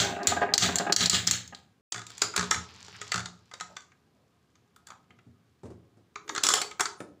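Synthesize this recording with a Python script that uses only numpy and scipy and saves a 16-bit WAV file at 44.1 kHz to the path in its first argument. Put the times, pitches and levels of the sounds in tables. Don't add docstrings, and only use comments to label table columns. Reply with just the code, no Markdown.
import sys
import numpy as np
from scipy import signal
from scipy.fft import rfft, irfft, next_fast_len
from scipy.io import wavfile
from scipy.ndimage import map_coordinates

SR = 44100
rng = np.random.default_rng(int(sys.argv[2]) if len(sys.argv) > 2 else 0)


def int16_out(signal):
    q = np.round(np.clip(np.atleast_2d(signal).T, -1, 1) * 32767)
    wavfile.write(sys.argv[1], SR, q.astype(np.int16))


N = 317520

# f/Hz, t60/s
ROOM_DECAY = [(100, 0.8), (500, 0.55), (2000, 0.28), (6000, 0.31), (9000, 0.24), (15000, 0.2)]
# f/Hz, level/dB
AIR_SPECTRUM = [(15, -67.5), (25, -35), (82, -3.5), (180, -5), (212, -7.5), (335, -13), (427, -13.5),
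                (463, -15.5), (677, -27), (1020, -21.5), (1100, -20), (1440, -25.5), (3520, -29.5),
                (3920, -30.5), (16000, -44.5)]
TYRE_SPECTRUM = [(59, -46), (100, 9), (147, -12.5), (365, -21), (406, -8), (583, -17.5), (950, -5.5),
                 (2520, -12.5), (5080, -6), (7140, -22.5), (9020, -66), (16000, -56.5)]
THUD_SPECTRUM = [(60, -34), (200, 0), (380, 3.5), (800, -10), (1400, -19.5), (3000, -32), (8000, -30.5),
                 (15000, -57.5)]
SNAP_SPECTRUM = [(100, -24), (400, -9), (1200, -7.5), (2800, -5), (3700, -1), (5500, -3.5), (7400, 3.5),
                 (8800, -11.5), (11000, -18.5), (13600, -33.5), (14800, -15.5), (15500, -29)]
CHATTER_SPECTRUM = [(100, -18.5), (400, -6), (1000, -10.5), (1700, 5.5), (2600, 1), (3800, 7.5),
                    (5500, -10), (7400, 2), (8600, -13.5), (11000, -22.5), (13800, -27.5), (15300, -12.5)]
MARBLE_SPECTRUM = [(100, -22.5), (500, -3), (1000, -7), (1700, 2.5), (2700, -1.5), (4200, 6.5),
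                   (5500, -3.5), (7400, 2.5), (8600, -12), (11000, -18.5), (13800, -21), (15300, -11)]
# f/Hz, level/dB, t60/s
TABLE_MODES = [(86, -3.5, 0.42), (112.4, 0, 0.39), (135, -7.5, 0.19), (179, 2, .35), (237.4, -6.5, 0.26),
               (293, -10.5, 0.24)]
BODY_MODES = [(342, -17, 0.12), (412, -12.5, 0.13), (729, -9, 0.06), (887, -12.5, 0.056),
              (1030, -16, 0.043), (1233.6, -1.5, 0.07), (1270, -2.5, 0.11), (1370, -5.5, 0.044),
              (1640, -7.5, 0.04), (1753, -10, 0.051), (2049, -8, 0.1), (2307, -1.5, 0.013)]
CHASSIS_MODES = [(2923, -14, 0.2), (3420, 5.5, 0.063), (4640, -4.5, 0.096), (4540, 3, 0.15),
                 (5750, 1, 0.058), (6150, -4, 0.053), (6860, 2.5, 0.047), (7150, 7.5, 0.047),
                 (9200, -7, 0.048), (9600, -8, 0.025), (9770, -8.5, 0.035), (11700, -29, 0.049),
                 (14730, -19, .07)]
TRAILER_MODES = [(2840, -11, 0.24), (3290, 2.5, 0.054), (3660, -10, 0.083), (4000, -3.5, 0.1335),
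                 (4340, 1.5, 0.13), (5660, -10, .06), (6160, -6.5, 0.03), (6860, -13.5, .12),
                 (7800, 2, 0.034), (6900, -8, .14), (7340, -11, 0.082), (10370, -28, 0.033)]
# ratio to its pitch, level/dB, t60/s
PART_MODES = [(.66, -12, .05), (1, 5.5, 0.037), (1.38, -3, 0.051), (1.681, -10, 0.042)]
# level/dB, f/Hz
KNOCK_PITCH = [(-33, 3520), (-18, 5300)]
# f/Hz, bandwidth/Hz, level/dB
BOARD_MODES = [(192.6, 24, -7.5), (286, 84, -8), (407, 14, -1), (598.5, 170, -13), (695, 40, -0.5),
               (726, 15, -1), (796, 35, -4), (1000, 200, -16.5), (1242, 38, -5.5), (1500, 120, -12.5),
               (1629, 50, -5), (1850, 150, -16), (2678, 440, -21.5)]

# t/s, level/dB
WHEEL_LEVELS = [(1.93, -90.5), (2.11, -54.5), (2.43, -51), (2.63, -54.5), (3.13, -50.5), (3.32, -71.5),
                (3.72, -67), (3.93, -83), (5.5, -86.5)]
# centre t/s, duration/s, level/dB, f/Hz, relative bandwidth
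SCUFFS = [(2.954, 0.021, -50.5, 1760, 0.92), (3.715, 0.039, -58.5, 563, 1), (4.188, .1, -72.5, 610, .7),
          (4.915, 0.031, -55.5, 991, 1), (6.325, 0.073, -45.5, 368, 0.46),
          (7.012, 0.05, -64.5, 9500, 0.032)]
# t/s, level/dB, relative level of the upper thud/dB
HAND_BUMPS = [(5.1, -50, -4.5), (5.265, -42, -14), (5.633, -33.5, -3), (5.655, -38.5, 2), (5.703, -38.5, 0),
              (5.97, -51.5, 0.5), (7.003, -43.5, 12.5)]
# t/s, level/dB, relative body level/dB, body f/Hz, top treble gain/dB
KNOCKS = [(1.923, -25.5, -17.5, 1980, -2.5), (2.067, -39, -17.5, 1310, 2.5), (2.103, -43.5, -6.5, 1410, 3),
          (2.1796, -37.5, -23, 1410, 6.5), (2.219, -14, -7.5, 1275, -3), (2.339, -43.5, 7.5, 1400, -3),
          (2.363, -19.5, -9.5, 1360, 1.5), (2.511, -14.5, -3.5, 1323, -2.5), (2.882, -45.5, -0.5, 1040, -9),
          (3.015, -34.5, -2, 1930, -5), (3.119, -24.5, -2.5, 2050, -3), (3.258, -32.5, -5.5, 1266, -13),
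          (3.514, -51.5, 4, 1246, -8), (3.538, -39.5, -3, 1500, -4), (3.6, -41.5, -0.5, 1860, -11),
          (3.767, -36.5, -3, 1496, -7.5), (3.919, -66, 9, 1592, -12.5), (4.555, -60, -5, 1252, -18),
          (4.762, -55.5, 0.5, 1400, 15.5), (4.87, -44.5, -6.5, 1300, 9), (4.904, -47.5, 2.5, 1240, -9),
          (5.106, -67.5, 14, 2150, -15), (5.188, -69, 12.5, 2030, -19), (6.158, -40.5, 6, 1203, -29.5),
          (6.279, -48, 4, 1690, -12), (6.293, -31, 3, 1240, -17), (6.35, -31.5, -2.5, 1200, -6),
          (6.362, -30, -2.5, 1500, -12.5), (6.379, -27, -2.5, 1405, -6.5), (6.436, -10.5, -32.5, 1460, 1.5),
          (6.446, -27.5, 0.5, 1230, 2), (6.467, -18.5, -10.5, 1270, 2.5), (6.488, -9, -11.5, 1202, 2),
          (6.502, -22.5, -3, 1170, 3.5), (6.538, -9.5, -10.5, 1270, 3), (6.58, -33, 0.5, 1290, 1.5),
          (6.616, -23.5, -7, 2290, 6), (6.712, -43, 4, 2300, 2), (6.797, -29.5, 4, 1420, 3),
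          (6.807, -18, -4, 1170, 2), (6.856, -26.5, -3, 1490, -8.5), (7.004, -46.5, 6.5, 1305, 3)]
# t/s, level/dB, loss per rebound/dB, thump level/dB, favoured f/Hz
SETTLES = [(1.944, -35, 2, -37.5, 110), (2.232, -38.5, 9, -38, 169), (2.377, -23, 3.5, -23, 110),
           (2.545, -31.5, 6, -29.5, 130), (3.142, -26.5, 3, -27, 194), (3.609, -33.5, 19, -47.5, 200),
           (4.886, -53.5, 7, -55, 230)]
# t/s, level/dB
ROLL_LEVELS = [(0.0, -33), (0.276, -36.5), (0.452, -38), (0.872, -40), (1.14, -47), (1.222, -52),
               (1.34, -69.5), (1.642, -77), (1.75, -81)]
# t/s, level/dB
BEND_BUMPS = [(.317, -18), (.365, -19.5), (.415, -16.5), (.426, -16.5), (.686, -21.5), (0.797, -20.5),
              (0.811, -23), (.866, -21.5), (.894, -18.5), (1.524, -36.5)]
# t/s, level/dB, brightest f/Hz, relative shaking of trailer and table/dB
CLACKS = [(0.2313, -37.5, 5000, -9.5), (0.2713, -7.5, 6870, -16), (.757, -17, 7200, -27),
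          (.785, -20.5, 5040, -15.5), (1.27, -24, 6130, -16), (1.274, -14.5, 6000, -13),
          (1.311, -9, 6630, -20), (1.4772, -41.5, 6430, -23.5), (1.548, -37.5, 3840, -14.5)]
# landing t/s, level/dB, fall from the rim/s, first flight/s
DROPS = [(-.04, -2, .04, 0.041), (.579, 0, 0.041, .044), (.963, -1, .039, 0.044),
         (1.0973, -1, 0.039, 0.034)]

RING_S = .45
SILENCE_S, TOP_HZ = (1.81, 1.921), 15550


def amp(db):
    return 10 ** (np.asarray(db) / 20)


def unit(x):
    return x / np.sqrt(np.mean(x ** 2) + 1e-20)


def blow(x):
    return x / np.linalg.norm(x) * np.sqrt(.003 * SR)


def along(points, hz):
    f, v = np.transpose(points)
    return np.interp(np.log(hz + 1), np.log(f + 1), v)


def peak(hz, centre_hz, octaves):
    return np.exp(-(np.log2((hz + 1) / centre_hz) / octaves) ** 2)


def envelope(rows):
    return amp(np.interp(np.arange(N) / SR, *np.transpose(rows)))


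def wobble(rate):
    knots = rng.standard_normal(int(N * rate / SR) + 4)
    return map_coordinates(knots, [np.arange(0, N, 64) * rate / SR]).repeat(64)[:N]


def age():
    return np.arange(int(RING_S * SR)) / SR


def add(track, s, x):
    start = round(s * SR)
    x = x[max(-start, 0):N - start]
    track[max(start, 0):][:len(x)] += x


def coloured(x, gain):
    size = 2 * next_fast_len(len(x) // 2 + 2048)
    magnitude = np.maximum(gain(np.fft.rfftfreq(size, 1 / SR)), 1e-6)
    cepstrum = irfft(np.log(magnitude))
    cepstrum[1:size // 2] *= 2
    cepstrum[size // 2 + 1:] = 0
    return irfft(rfft(x, size) * np.exp(rfft(cepstrum)))[:len(x)]


def shaped(x, spectrum):
    return coloured(x, lambda hz: amp(along(spectrum, hz)))


def burst(t60, rise=.0001):
    t = age()
    return blow(rng.standard_normal(len(t)) * amp(-60 * t / t60) * (1 - np.exp(-t / rise)))


def ring(modes, scatter_db=0):
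    t = age()
    hz, db, t60 = np.transpose(modes)[:, :, None]
    strength = amp(db + scatter_db * rng.standard_normal(db.shape)) * rng.choice([-1, 1], db.shape)
    return blow(np.sum(strength * amp(-60 * t / t60) * np.sin(2 * np.pi * hz * t), axis=0))


def grains(rate, spread_db):
    impulses = (rng.random(N) < rate / SR) * rng.choice([-1, 1], N)
    return impulses * amp(spread_db * np.clip(rng.standard_normal(N), -2, 2))


def in_room(x, wet_db):
    t = age()
    hz, s, noise = signal.stft(rng.standard_normal(len(t)), SR, nperseg=256)
    decay = amp(-60 * s / along(ROOM_DECAY, hz)[:, None])
    tail = signal.istft(noise * decay, SR, nperseg=256)[1][:len(t)]
    tail *= 1 - np.exp(-t / 0.0056)
    return x + amp(wet_db) * signal.fftconvolve(x, tail / np.linalg.norm(tail))[:len(x)]


def air():
    return amp(-67.5) * unit(shaped(rng.standard_normal(N), AIR_SPECTRUM))


def wheels():
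    hiss = unit(shaped(grains(rate=3000, spread_db=6), TYRE_SPECTRUM))
    axle_gain = lambda hz: amp(along(SNAP_SPECTRUM, hz) + 10 * peak(hz, 5000, 0.92))
    ticks = unit(coloured(grains(rate=100, spread_db=5), axle_gain))
    body_gain = lambda hz: amp(-30 + 32 * peak(hz, 2700, 1.5))
    rattle = unit(coloured(grains(rate=250, spread_db=4.5), body_gain))
    drone = unit(signal.fftconvolve(grains(rate=200, spread_db=0), ring(TABLE_MODES))[:N])
    uneven = amp(2.5 * wobble(rate=43))
    rolling = amp(-3.5) * hiss + uneven * (amp(-6.5) * ticks + amp(-8.5) * rattle) + amp(-9.5) * drone
    return in_room(rolling * envelope(WHEEL_LEVELS), wet_db=-8)


def rubbing():
    track, t = np.zeros(N), age() - RING_S / 2
    for s, duration, db, centre_hz, width in SCUFFS:
        slips = rng.standard_normal(len(t)) * amp(8.7 * rng.standard_normal(len(t)))
        rub = unit(coloured(slips, lambda hz: amp(40 * peak(hz, centre_hz, 2 * width))))
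        add(track, s - RING_S / 2, amp(db) * rub * np.exp(-2 * (t / duration) ** 2))
    return in_room(track, wet_db=-7)


def hand():
    track = np.zeros(N)
    for s, db, upper_db in HAND_BUMPS:
        thud = blow(shaped(burst(t60=0.15), THUD_SPECTRUM))
        table = ring(TABLE_MODES, scatter_db=2.5)
        add(track, s, amp(db) * in_room(table + amp(upper_db) * thud, wet_db=-9.5))
    return track


def table_thump(favoured_hz):
    modes = [(hz, db + 4.5 * peak(hz, favoured_hz, .5), t60) for hz, db, t60 in TABLE_MODES]
    swing = blow(ring(modes, scatter_db=5.5) * (1 - np.exp(-age() / .012)))
    return in_room(swing, wet_db=-11)


def knock(db, hollow_db, body_hz, treble_db):
    t = age()
    pitch_hz = np.interp(db, *np.transpose(KNOCK_PITCH)) * 2 ** (.07 * rng.standard_normal())
    colour_db = lambda hz: along(SNAP_SPECTRUM, hz) + treble_db * np.clip((hz - 6500) / 3500, 0, 1)
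    ticks_per_s, ticks_t60 = 250, 0.19
    ticks = (rng.random(len(t)) < ticks_per_s / SR) * rng.standard_normal(len(t))
    ticks *= amp(-60 * t / ticks_t60)
    loose = blow(signal.fftconvolve(ticks, burst(t60=0.0074))[:len(t)])
    contact = burst(t60=0.0078, rise=0.00044) + amp(-1.5) * burst(t60=0.018, rise=0.0025)
    snap = blow(coloured(contact + amp(-11) * loose, lambda hz: amp(colour_db(hz))))
    modes = [(k * pitch_hz, level + colour_db(k * pitch_hz), t60) for k, level, t60 in PART_MODES]
    part = ring(modes, scatter_db=3)
    hollow = blow(coloured(burst(t60=0.036, rise=0.002), lambda hz: amp(50 * peak(hz, body_hz, 1.6))))
    body = amp(-0.5) * ring(BODY_MODES, scatter_db=6) + amp(-1) * hollow
    body += amp(-2.5) * ring([(body_hz, 0, .03)])
    chassis = ring(CHASSIS_MODES, scatter_db=6)
    direct = snap + amp(-6.5) * part + amp(-12.5) * chassis + amp(hollow_db) * body
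    return amp(db) * in_room(direct, wet_db=-9)


def truck():
    track = np.zeros(N)
    graze_lead_s, rebound_s = 0.0026, .017
    for s, db, hollow_db, body_hz, treble_db in KNOCKS:
        graze = blow(shaped(burst(t60=0.013, rise=0.00059), SNAP_SPECTRUM))
        add(track, s - graze_lead_s, amp(db - 16) * graze)
        add(track, s, knock(db, hollow_db, body_hz, treble_db))
    for s, db, loss_db, thump_db, favoured_hz in SETTLES:
        add(track, s, amp(thump_db) * table_thump(favoured_hz))
        for k in range(5):
            rebound = knock(db - k * loss_db, hollow_db=-1, body_hz=1433, treble_db=-7.5)
            add(track, s + k * rebound_s * (1 + .04 * rng.standard_normal()), rebound)
    return track


def board_gain(hz):
    power = sum(amp(db) ** 2 / (1 + ((hz ** 2 - mode_hz ** 2) / (width * (hz + 1))) ** 2)
                for mode_hz, width, db in BOARD_MODES)
    return np.sqrt(power / (1 + (hz / 3200) ** 4))


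def groove():
    patter = grains(rate=770, spread_db=4)
    rumble = np.zeros(N)
    for k, (hz, width, db) in enumerate(BOARD_MODES):
        mode = signal.lfilter(*signal.iirpeak(hz, hz / width, SR), patter)
        rumble += (-1) ** k * amp(db + 3.5 * wobble(rate=24)) * mode
    rumble = unit(signal.sosfilt(signal.butter(2, 2800, fs=SR, output="sos"), rumble))
    track = rumble * envelope(ROLL_LEVELS)
    for s, db in BEND_BUMPS:
        add(track, s, amp(db) * blow(coloured(burst(t60=0.043, rise=0.0087), board_gain)))
    return in_room(track, wet_db=-10.5)


def marble_hit(bright_hz, shake_db):
    t = age()

    def contact_gain(hz):
        radiation = 0.42 + 1 / (1 + (0.82 * bright_hz / (hz + 1)) ** 14)
        rolloff = 1 + (hz / (2.8 * bright_hz)) ** 4
        return amp(along(MARBLE_SPECTRUM, hz) + 5 * peak(hz, bright_hz, 0.28)) * radiation / rolloff

    contact = burst(t60=0.0083) + amp(-0.5) * burst(t60=0.029, rise=0.0012)
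    ping = ring([(0.83 * bright_hz, 0, 0.018)])
    clack = blow(coloured(contact, contact_gain)) + amp(-10) * ping + amp(-12.5) * ring(TRAILER_MODES)
    noise = rng.standard_normal(len(t))
    flicker_db = 7 * rng.uniform(-1, 1, len(t) // 64 + 1).repeat(64)[:len(t)]
    rebounds = noise * amp(flicker_db - 60 * t / 0.33) * (1 - np.exp(-t / 0.0037))
    chatter = blow(shaped(rebounds, CHATTER_SPECTRUM))
    table = ring(TABLE_MODES, scatter_db=2.5)
    body = ring(BODY_MODES, scatter_db=5.5)
    shake = amp(-1.5) * table + amp(4.5) * chatter + amp(-4) * body
    return in_room(clack + amp(shake_db) * shake, wet_db=-11.5)


def marbles():
    track = np.zeros(N)
    restitution, loss_db = .42, 5
    for s, db, fall_s, flight_s in DROPS:
        add(track, s - fall_s, amp(db - 13) * marble_hit(bright_hz=4940, shake_db=-25.5))
        add(track, s, amp(db) * marble_hit(bright_hz=5570, shake_db=-21.5))
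        for k in range(2):
            s += flight_s * restitution ** k
            add(track, s, amp(db - 19 - loss_db * k) * marble_hit(bright_hz=3800, shake_db=-2))
    for s, db, bright_hz, shake_db in CLACKS:
        add(track, s, amp(db) * marble_hit(bright_hz, shake_db))
    return track


def scene():
    return (air() + wheels() + rubbing() + hand() + truck() + groove() + marbles())[None]


def limiter(x, ceiling_db, attack_db_per_s, release_db_per_s):
    t = np.arange(N) / SR
    excess_db = np.maximum(20 * np.log10(np.abs(x).max(axis=0) + 1e-9) - ceiling_db, 0)
    after = np.maximum.accumulate(excess_db + release_db_per_s * t) - release_db_per_s * t
    before = (np.maximum.accumulate(excess_db[::-1] + attack_db_per_s * t) - attack_db_per_s * t)[::-1]
    return x * amp(-np.maximum(before, after))


def record(dry):
    t = np.arange(N) / SR
    heard = signal.sosfilt(signal.butter(3, 62, "highpass", fs=SR, output="sos"), dry)
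    limited = limiter(heard, ceiling_db=-6, attack_db_per_s=703, release_db_per_s=299.5)
    limited *= (t < SILENCE_S[0]) | (t > SILENCE_S[1])
    passband = np.fft.rfftfreq(2 * N, 1 / SR) < TOP_HZ
    return irfft(rfft(limited, 2 * N) * passband)[:, :N]


dry = scene()
out = record(dry)
int16_out(out)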